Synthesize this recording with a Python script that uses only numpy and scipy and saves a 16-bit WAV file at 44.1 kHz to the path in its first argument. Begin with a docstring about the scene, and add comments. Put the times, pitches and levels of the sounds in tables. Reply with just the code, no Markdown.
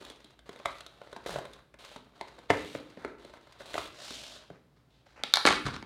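"""Flaps flick and hands rub as a cardboard box is opened on a wooden desk in a bare, slightly ringing room.
The inner tray rubs and groans out of its sleeve; the box is turned over, dropped and slid away.
Then the clear plastic lid of the tray creaks, snaps free and crinkles as it is lifted.
Blows are decaying modes and noise bursts; friction is random catches over hiss, coloured by the panels.
The room adds a noise echo with its own decay in each band, and faint air."""
import sys
import numpy as np
from scipy import signal
from scipy.fft import rfft, irfft, next_fast_len
from scipy.io import wavfile

SR = 44100
rng = np.random.default_rng(int(sys.argv[2]) if len(sys.argv) > 2 else 0)


def generate_wav(sig):
    """Save sig (samples, or channels by samples) to the path in sys.argv[1] as 16-bit PCM at SR."""
    pcm = np.round(np.clip(np.atleast_2d(sig).T, -1, 1) * 32767).astype(np.int16)
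    wavfile.write(sys.argv[1], SR, pcm)


N = 258161
CUTOFF_HZ = 16000


def from_db(db):
    """Decibels to gain."""
    return 10 ** (np.asarray(db) / 20)


def rms_one(x):
    """Scale to rms 1."""
    return x / np.sqrt(np.mean(x ** 2) + 1e-20)


def unit_blow(x):
    """Scale a short sound to the energy of 10 ms at rms 1."""
    return x / np.sqrt(np.sum(x ** 2) / (SR / 100) + 1e-20)


def at_hz(points, hz, axis=1):
    """Read one column of a table on a log-frequency axis."""
    points = np.array(points)
    return np.interp(np.log(hz + 1e-3), np.log(points[:, 0]), points[:, axis])


def band(x, low_hz, high_hz, order=2):
    """Causal band-pass."""
    sos = signal.butter(order, [low_hz, min(high_hz, SR / 2 - 1)], "band", fs=SR, output="sos")
    return signal.sosfilt(sos, x)


def coloured(x, spectrum):
    """Give a signal the colour of a spectrum."""
    size = next_fast_len(N)
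    hz = np.arange(size // 2 + 1) * SR / size
    return irfft(rfft(x, size) * from_db(at_hz(spectrum, hz)), size)[:N]


def mode(t, hz, t60_s):
    """A struck resonance: sine with exponential decay."""
    return np.sin(2 * np.pi * hz * t) * from_db(-60 * t / t60_s)


def burst(t, low_hz, high_hz, t60_s):
    """Many overlapping resonances that die together: decaying band noise."""
    decaying = rng.standard_normal(len(t)) * from_db(-60 * t / t60_s)
    return unit_blow(band(decaying, low_hz, high_hz))


# still room, relative spectrum: [f/Hz, density/dB per Hz]
AIR_COLOUR = [(25, -22), (40, -7), (58, 7.5), (85, -15), (120, 3), (170, -6), (600, -13.5), (2800, -27),
              (4200, -28), (6000, -35), (16000, -42)]
AIR_DB = -65.5


def room_air():
    """Faint steady noise of the still room."""
    return from_db(AIR_DB) * rms_one(coloured(rng.standard_normal(N), AIR_COLOUR))


ATTACK_S, RELEASE_DB_PER_S = 0.0044, 239


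def strokes(table, attack_s=ATTACK_S, release_db_per_s=RELEASE_DB_PER_S):
    """Body and hiss gains of strokes: quick attack, level hold, release; overlaps add in power."""
    t = np.arange(N) / SR
    power = np.zeros((2, N))
    for start_s, length_s, body_db, hiss_db in table:
        age = np.maximum(t - start_s, 0)
        fall_db = np.minimum(release_db_per_s * np.maximum(age - length_s, 0), 200)
        envelope = np.minimum(age / attack_s, 1) * from_db(-fall_db)
        power += (from_db([[body_db], [hiss_db]]) * envelope) ** 2
    return np.sqrt(power)


# hiss above SHEEN_HZ grows faster with stroke speed: slow is dull, fast is bright
SHEEN_HZ, SHEEN_GROWTH = 5800, 0.41


def friction(gains, colour, catches_per_s, spread_db, smooth_db, body_trim_db, hiss_trim_db, sheen_db):
    """Fibres catch and let go at random over a smooth hiss; the panels give them their colour."""
    body_gain, speed = gains
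    sizes = from_db(spread_db * np.minimum(rng.exponential(1, N), 4)) * rng.choice([-1, 1], N)
    impulses = sizes * (rng.random(N) < catches_per_s / SR)
    catches = coloured(rms_one(impulses), colour)
    gliding = from_db(smooth_db) * coloured(rng.standard_normal(N), colour)

    # uneven hand pressure clumps the catches
    pressure_db = 2.8 * rms_one(band(rng.standard_normal(N), 14, 70)) - 1
    body = rms_one(band(catches + gliding, 35, 2410, order=3))
    body *= body_gain * from_db(body_trim_db + pressure_db)

    # soft catches reach the treble less
    fine = rms_one(band(from_db(-5) * catches + gliding, 2200, 17000, order=3))
    brightness = from_db(sheen_db) * (speed / speed.max()) ** SHEEN_GROWTH
    sheen = band(fine, SHEEN_HZ, 20000, order=3) * brightness
    hiss = band(fine, 130, SHEEN_HZ, order=3) + sheen
    return body + hiss * speed * from_db(hiss_trim_db + .5 * pressure_db)


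# hands and inner tray along the cardboard, before trims: [start t/s, length/s, body level/dB, hiss level/dB]
RUB_STROKES = [(0.0, 0.11, -53.5, -56), (0.15, 0.18, -66, -67.5), (0.455, 0.22, -59.5, -64),
               (0.665, 0.12, -61, -58), (0.8, 0.26, -63, -66), (1.03, 0.33, -57.5, -64),
               (1.26, 0.077, -42, -46.5), (1.335, 0.057, -44.5, -54.5), (1.44, .14, -56, -63.5),
               (1.785, 0.18, -56, -55.5), (2.04, 0.2, -68, -74), (2.15, 0.31, -59, -64.5),
               (2.55, 0.22, -57.5, -52.5), (2.8, 0.22, -61, -65), (2.985, 0.13, -51.5, -64.5),
               (3.18, 0.13, -57.5, -62), (3.325, .04, -54, -61.5), (3.42, 0.2, -60.5, -65),
               (3.585, 0.051, -54, -56.5), (3.655, 0.13, -51, -53), (3.73, 0.13, -51, -49)]
# rubbed cardboard, relative spectrum: [f/Hz, density/dB per Hz]
RUB_COLOUR = [(60, 2.5), (130, -20), (300, -4.5), (590, 2), (900, -3), (1450, -3.5), (2800, -8.5),
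              (3900, -8), (5200, -20), (9000, -26.5), (16000, -41.5)]
# skid after each knock, before trims: levels against the knock
SKID_BODY_DB, SKID_HISS_DB, SKID_FADE_DB_PER_S = -19.5, -28.5, 142.5


def rub():
    """Hands and tray rub the cardboard, which also skids on after each knock."""
    skid_table = [(s, 0, knock_db + SKID_BODY_DB, knock_db + SKID_HISS_DB)
                  for s, _, _, knock_db, _ in BOX_KNOCKS]
    skids = strokes(skid_table, release_db_per_s=SKID_FADE_DB_PER_S)
    return friction(np.hypot(strokes(RUB_STROKES), skids), RUB_COLOUR, catches_per_s=450, spread_db=-0.5,
                    smooth_db=-4, body_trim_db=-1.5, hiss_trim_db=0.5, sheen_db=6)


CREASES_PER_S, CREASE_DB, CREASE_SPREAD_DB = 26, -3, 12.5


def creases(t60_s):
    """Small creases give way: random ticks scaled by the hiss gain of the rubbing strokes."""
    hiss_gain = strokes(RUB_STROKES)[1]
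    sizes = from_db(CREASE_DB + CREASE_SPREAD_DB * rng.uniform(-2, 1, N))
    ticks = sizes * (rng.random(N) < CREASES_PER_S / SR) * hiss_gain
    return signal.fftconvolve(ticks, burst(np.arange(SR // 20) / SR, 700, 4800, t60_s))[:N]


# room echo: [f/Hz, t60/s, echo level against direct/dB]
ROOM_BANDS = [(117.8, 0.56, -5), (190, 1, -2.5), (306.7, 0.69, -2.5), (640, 0.29, -7.5), (1240, 0.36, -3.5),
              (2690, 0.48, -5), (4240, 0.45, -5), (6300, 0.38, -12.5), (16000, 1, -11.5)]


def room(x, build_s):
    """Echoes thicken within milliseconds and die away at a rate of their own in each band."""
    t = np.arange(SR) / SR
    white = rng.standard_normal((2, SR))
    build = 1 - np.exp(-(t / build_s) ** 2)
    edges = np.geomspace(45, 18000, 18)
    response = np.zeros(SR)
    for k, (low, high) in enumerate(zip(edges, edges[1:])):
        hz = np.sqrt(low * high)
        decay = from_db(-60 * t / at_hz(ROOM_BANDS, hz))
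        tail = band(white[k % 2], low, high) * decay * build
        # energy in proportion to bandwidth
        share = np.sqrt(2 * (high - low) / SR / np.sum(tail ** 2))
        response += tail * share * from_db(at_hz(ROOM_BANDS, hz, axis=2))
    return signal.fftconvolve(x, response)[:N]


def knock_hush(level_db, side_s):
    """Soft noise around each knock: it swells just before and fades just after."""
    t = np.arange(N) / SR
    swell = sum(from_db(knock_db - 9 * np.abs(t - s) / side_s) for s, _, _, knock_db, _ in BOX_KNOCKS)
    return from_db(level_db) * swell * rms_one(coloured(rng.standard_normal(N), RUB_COLOUR))


def blows(table, modes, modes_db, grain_db, ring_cycles, contact_s, thump_t60_s,
          crack_hz, crack_t60_s, crack_ring_db, tick_db, lowest_hz):
    """Each blow bends one panel, rings the whole shell, thumps the air inside and cracks at the edge."""
    t = np.arange(SR // 8) / SR
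    out = np.zeros(N + len(t))
    for s, panel_hz, thump_db, knock_db, crack_db in table:
        # the place of contact decides how strongly each mode answers
        shell = sum(mode(t, hz, t60_s) * from_db(db + rng.normal(0, 3)) * rng.choice([-1, 1])
                    for hz, db, t60_s in modes)
        grain = from_db(grain_db) * burst(t, 430, 2250, crack_t60_s)
        panel = unit_blow(mode(t, panel_hz, ring_cycles / panel_hz))
        struck = panel + from_db(modes_db) * unit_blow(shell) + grain
        knock = unit_blow(band(struck, lowest_hz, CUTOFF_HZ))
        thump = burst(t, 210, 430, thump_t60_s)

        edge = from_db(crack_ring_db) * unit_blow(mode(t, crack_hz, crack_t60_s))
        crack = unit_blow(edge + burst(t, .83 * crack_hz, 1.076 * crack_hz, crack_t60_s))
        top = from_db(-18) * burst(t, 9000, 15700, crack_t60_s)
        tick = unit_blow(burst(t, 4900, 9770, crack_t60_s) + top)

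        gains = from_db([thump_db, knock_db, crack_db, crack_db + tick_db])
        blow = gains @ np.array([thump, knock, crack, tick])
        start = int(s * SR)
        # a soft material yields for a moment before the full force arrives
        out[start:start + len(t)] += blow * (1 - np.exp(-t / contact_s))
    return out[:N]


# box knocks, levels over 10 ms before the soft onset:
# [t/s, panel f/Hz, thump level/dB, knock level/dB, crack level/dB]
BOX_KNOCKS = [(0.013, 304, -49, -69, -90), (0.0495, 1140, -61, -52, -51.5), (0.0999, 460, -54, -50, -49.5),
              (0.2442, 590, -54, -60, -56.5), (0.3911, 1560, -96, -57.5, -61), (0.492, 437, -57, -41, -53),
              (0.5601, 450, -73, -49, -60), (0.599, 604, -65, -47, -87), (0.6568, 1200, -51, -25.5, -40),
              (0.8064, 1360, -84, -49, -49), (0.8638, 1330, -72, -50.5, -49.5),
              (1.016, 556, -80, -44.5, -67), (1.1285, 570, -55, -42.5, -54.5),
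              (1.1634, 915, -48, -41.5, -57), (1.2616, 497, -51, -34.5, -48.5),
              (1.3590, 605, -51, -31, -59), (1.3858, 680, -73, -36.5, -53), (1.453, 580, -71, -43.5, -55),
              (1.5332, 570, -77, -60, -54.5), (1.7408, 630, -61, -52.5, -65),
              (1.9613, 900, -47, -42.5, -58), (2.211, 920, -49.5, -35, -50),
              (2.3889, 660, -54.5, -52, -59.5), (2.5028, 643, -31.5, -17, -53),
              (2.5072, 674, -28, -25.5, -55), (2.7501, 469, -37, -32, -61),
              (2.9729, 484, -45.5, -45.5, -77), (3.0478, 1320, -37, -35, -56.5),
              (3.2485, 580, -48.5, -53.5, -59), (3.6052, 538, -55, -45.5, -79),
              (3.7415, 620, -44.5, -36, -45), (3.7545, 654, -63, -32, -62), (3.7795, 1210, -50, -29, -46.5),
              (4.105, 490, -45, -46.5, -53), (4.5019, 634, -47.5, -47, -73)]
# cardboard shell resonances: [f/Hz, relative level/dB, t60/s]
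BOX_MODES = [(412.6, -3.5, 0.031), (554.4, -15.5, 0.22), (650, 6, 0.036), (870, -8, 0.016),
             (1075, -7, 0.042), (1493, -1.5, 0.02), (1748, -9, 0.025), (2032, 3.5, 0.012)]


def box_knocks():
    """Dull blows on damped cardboard panels."""
    return blows(BOX_KNOCKS, BOX_MODES, modes_db=-3, grain_db=-7.5, ring_cycles=11, contact_s=0.00033,
                 thump_t60_s=0.049, crack_hz=3844, crack_t60_s=0.019, crack_ring_db=-9,
                 tick_db=-6.0, lowest_hz=190)


# low booms, level over 10 ms: [t/s, f/Hz, level/dB]
LOW_BOOMS = [(1.163, 122, -69), (2.503, 100.3, -32.5), (2.751, 109, -48), (3.782, 86, -51),
             (4.508, 171, -47.5), (5.455, 95, -39), (5.653, 138, -34.5)]
BOOM_T60_S = 0.093


def low_booms():
    """Soft, low booms under some of the knocks and the lid's release: decaying sines."""
    t = np.arange(N) / SR
    return sum(from_db(db) * unit_blow(mode(np.clip(t - s, 0, 1), hz, BOOM_T60_S))
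               for s, hz, db in LOW_BOOMS)


GROAN_S, GROAN_LENGTH_S, GROAN_FROM_HZ, GROAN_TO_HZ, GROAN_DB = 1.28, .12, 205, 115, -47


def groan(waver):
    """Stick and slip as the tray slows in its sleeve: a low, unsteady, falling tone."""
    progress = np.clip((np.arange(N) / SR - GROAN_S) / GROAN_LENGTH_S, 0, 1)
    unsteady = 1 + waver * rms_one(band(rng.standard_normal(N), 12, 70))
    hz = GROAN_FROM_HZ * (GROAN_TO_HZ / GROAN_FROM_HZ) ** progress * unsteady
    swell = np.sqrt(4 * progress * (1 - progress))
    return from_db(GROAN_DB) * swell * np.sin(2 * np.pi * np.cumsum(hz) / SR)


def sliding(curve):
    """Body and hiss gains of one long push, fading away at both ends."""
    s, body_db, hiss_db = np.transpose(curve)
    t = np.arange(N) / SR
    fade_db = RELEASE_DB_PER_S * np.abs(t - np.clip(t, s[0], s[-1]))
    return from_db([np.interp(t, s, body_db) - fade_db, np.interp(t, s, hiss_db) - fade_db])


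# empty box pushed over the desk, before trims: [t/s, body level/dB, hiss level/dB]
SLIDE_CURVE = [(3.93, -60, -62), (4.028, -49, -50), (4.118, -53, -48.5), (4.144, -55.5, -48.5),
               (4.356, -54.5, -54), (4.456, -61.5, -65.5), (4.48, -75, -68.5)]
# fingers let go of the tray and feel for the lid, before trims:
# [start t/s, length/s, body level/dB, hiss level/dB]
TOUCHES = [(4.51, 0.053, -63.5, -73.5), (4.76, .025, -72.5, -76.5), (4.9, .1, -76, -73.5),
           (5.055, 0.096, -65, -69.5), (5.16, 0.046, -51, -66)]
# sliding friction, relative spectrum: [f/Hz, density/dB per Hz]
SLIDE_COLOUR = [(60, -5), (150, -5.5), (350, -4.5), (620, 0.5), (900, -3), (1500, -1.5), (2500, -1),
                (3700, 0), (5500, -10), (8500, -19.5), (16000, -41)]


def slide_and_touches():
    """Dense catches as the empty box scrapes over the desk, then fingers touch tray and lid."""
    gains = np.hypot(sliding(SLIDE_CURVE), strokes(TOUCHES))
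    return friction(gains, SLIDE_COLOUR, catches_per_s=3300, spread_db=8, smooth_db=1,
                    body_trim_db=-1.0, hiss_trim_db=2.5, sheen_db=7.0)


# HOLLOW_DB is against the slide's body gain
HOLLOW_HZ, HOLLOW_WIDTH_HZ, HOLLOW_DB = 623, 100, -8


def hollow():
    """Air in the empty box hums as it slides: narrow-band noise at the cavity pitch."""
    half_hz = HOLLOW_WIDTH_HZ / 2
    stirred = band(rng.standard_normal(N), HOLLOW_HZ - half_hz, HOLLOW_HZ + half_hz)
    return from_db(HOLLOW_DB) * sliding(SLIDE_CURVE)[0] * rms_one(stirred)


def box():
    """Dull knocks, dry rubbing, groan and slide of the cardboard box, with the low booms."""
    handling = rub() + creases(t60_s=0.036)
    strikes = knock_hush(level_db=-13.5, side_s=0.0036) + box_knocks() + low_booms()
    return handling + strikes + groan(waver=0.031) + slide_and_touches() + hollow()


# plastic lid snaps, levels over 10 ms before the soft onset:
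# [t/s, panel f/Hz, thump level/dB, knock level/dB, crack level/dB]
LID_SNAPS = [(5.2364, 833, -47.5, -33.5, -31), (5.3384, 1540, -64, -25.5, -16),
             (5.3576, 1270, -76, -35, -27), (5.3712, 810, -65, -26, -29.5),
             (5.453, 530, -24.5, -19.5, -30.5), (5.4685, 1440, -43, -24.5, -34),
             (5.4721, 1270, -38, -21.5, -27.5), (5.4755, 1340, -36.5, -18, -36),
             (5.4877, 1360, -41, -23.5, -46), (5.5074, 1290, -70, -27, -58),
             (5.5262, 1260, -55, -29.5, -52), (5.5359, 1240, -54, -37, -38), (5.6649, 1550, -41, -42, -48),
             (5.6847, 940, -40.5, -38.5, -65), (5.7638, 805, -47, -45, -51.5), (5.8265, 890, -50, -45, -60)]
# lid resonances: [f/Hz, relative level/dB, t60/s]
LID_MODES = [(454, 0, 0.014), (640, -5, 0.022), (863, 5, 0.03), (1133, 4.5, 0.024), (1344, -0.5, 0.039),
             (1736, -1, 0.039), (2237, 2.5, 0.031)]


def lid_snaps():
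    """Thin plastic buckles in sharp snaps."""
    return blows(LID_SNAPS, LID_MODES, modes_db=2.5, grain_db=2.5, ring_cycles=10, contact_s=.00005,
                 thump_t60_s=.022, crack_hz=4300, crack_t60_s=.005, crack_ring_db=1,
                 tick_db=-13, lowest_hz=480)


# lid on tray rim, before trims: [start t/s, length/s, body level/dB, hiss level/dB]
CRINKLE_STROKES = [(5.245, 0.092, -59.5, -50.5), (5.345, 0.026, -66, -43), (5.456, 0.012, -33, -20),
                   (5.49, 0.07, -42.5, -36.5), (5.652, 0.0074, -33.5, -33), (5.725, 0.024, -45.5, -44.5)]
# flexed plastic, relative spectrum: [f/Hz, density/dB per Hz]
CRINKLE_COLOUR = [(60, 9), (250, 2), (700, -4), (1300, 5.5), (2800, -3), (3900, -2), (6000, -12.5),
                  (9000, -16), (16000, -59)]


def lid_crinkle():
    """The lid scrapes over the rim of the tray and flexes in small crinkles."""
    flexing = strokes(CRINKLE_STROKES, attack_s=0.0088, release_db_per_s=309)
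    return friction(flexing, CRINKLE_COLOUR, catches_per_s=700, spread_db=2.5, smooth_db=-12,
                    body_trim_db=2.0, hiss_trim_db=-1.0, sheen_db=3.0)


def lid():
    """Snaps of thin plastic with small crinkles between them."""
    return lid_snaps() + lid_crinkle()


def scene():
    """Direct box and lid, their echo, and the faint air of the room."""
    cardboard = box()
    direct = cardboard + lid()
    # the lid radiates differently in each direction and the walls gather all: echo a second random lid too
    other_side = cardboard + lid()
    echo = (room(direct, build_s=0.004) + room(other_side, build_s=0.004)) / np.sqrt(2)
    return (direct + echo + room_air())[None]


def record(dry):
    """Cut the deepest bass, clip at full scale, cut the top steeply."""
    high_pass = signal.butter(4, 45, "high", fs=SR, output="sos")
    low_pass = signal.ellip(10, .1, 80, CUTOFF_HZ, fs=SR, output="sos")
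    thinned = signal.sosfilt(high_pass, dry)
    return signal.sosfilt(low_pass, np.clip(thinned, -1, 1))


dry = scene()
out = record(dry)
generate_wav(out)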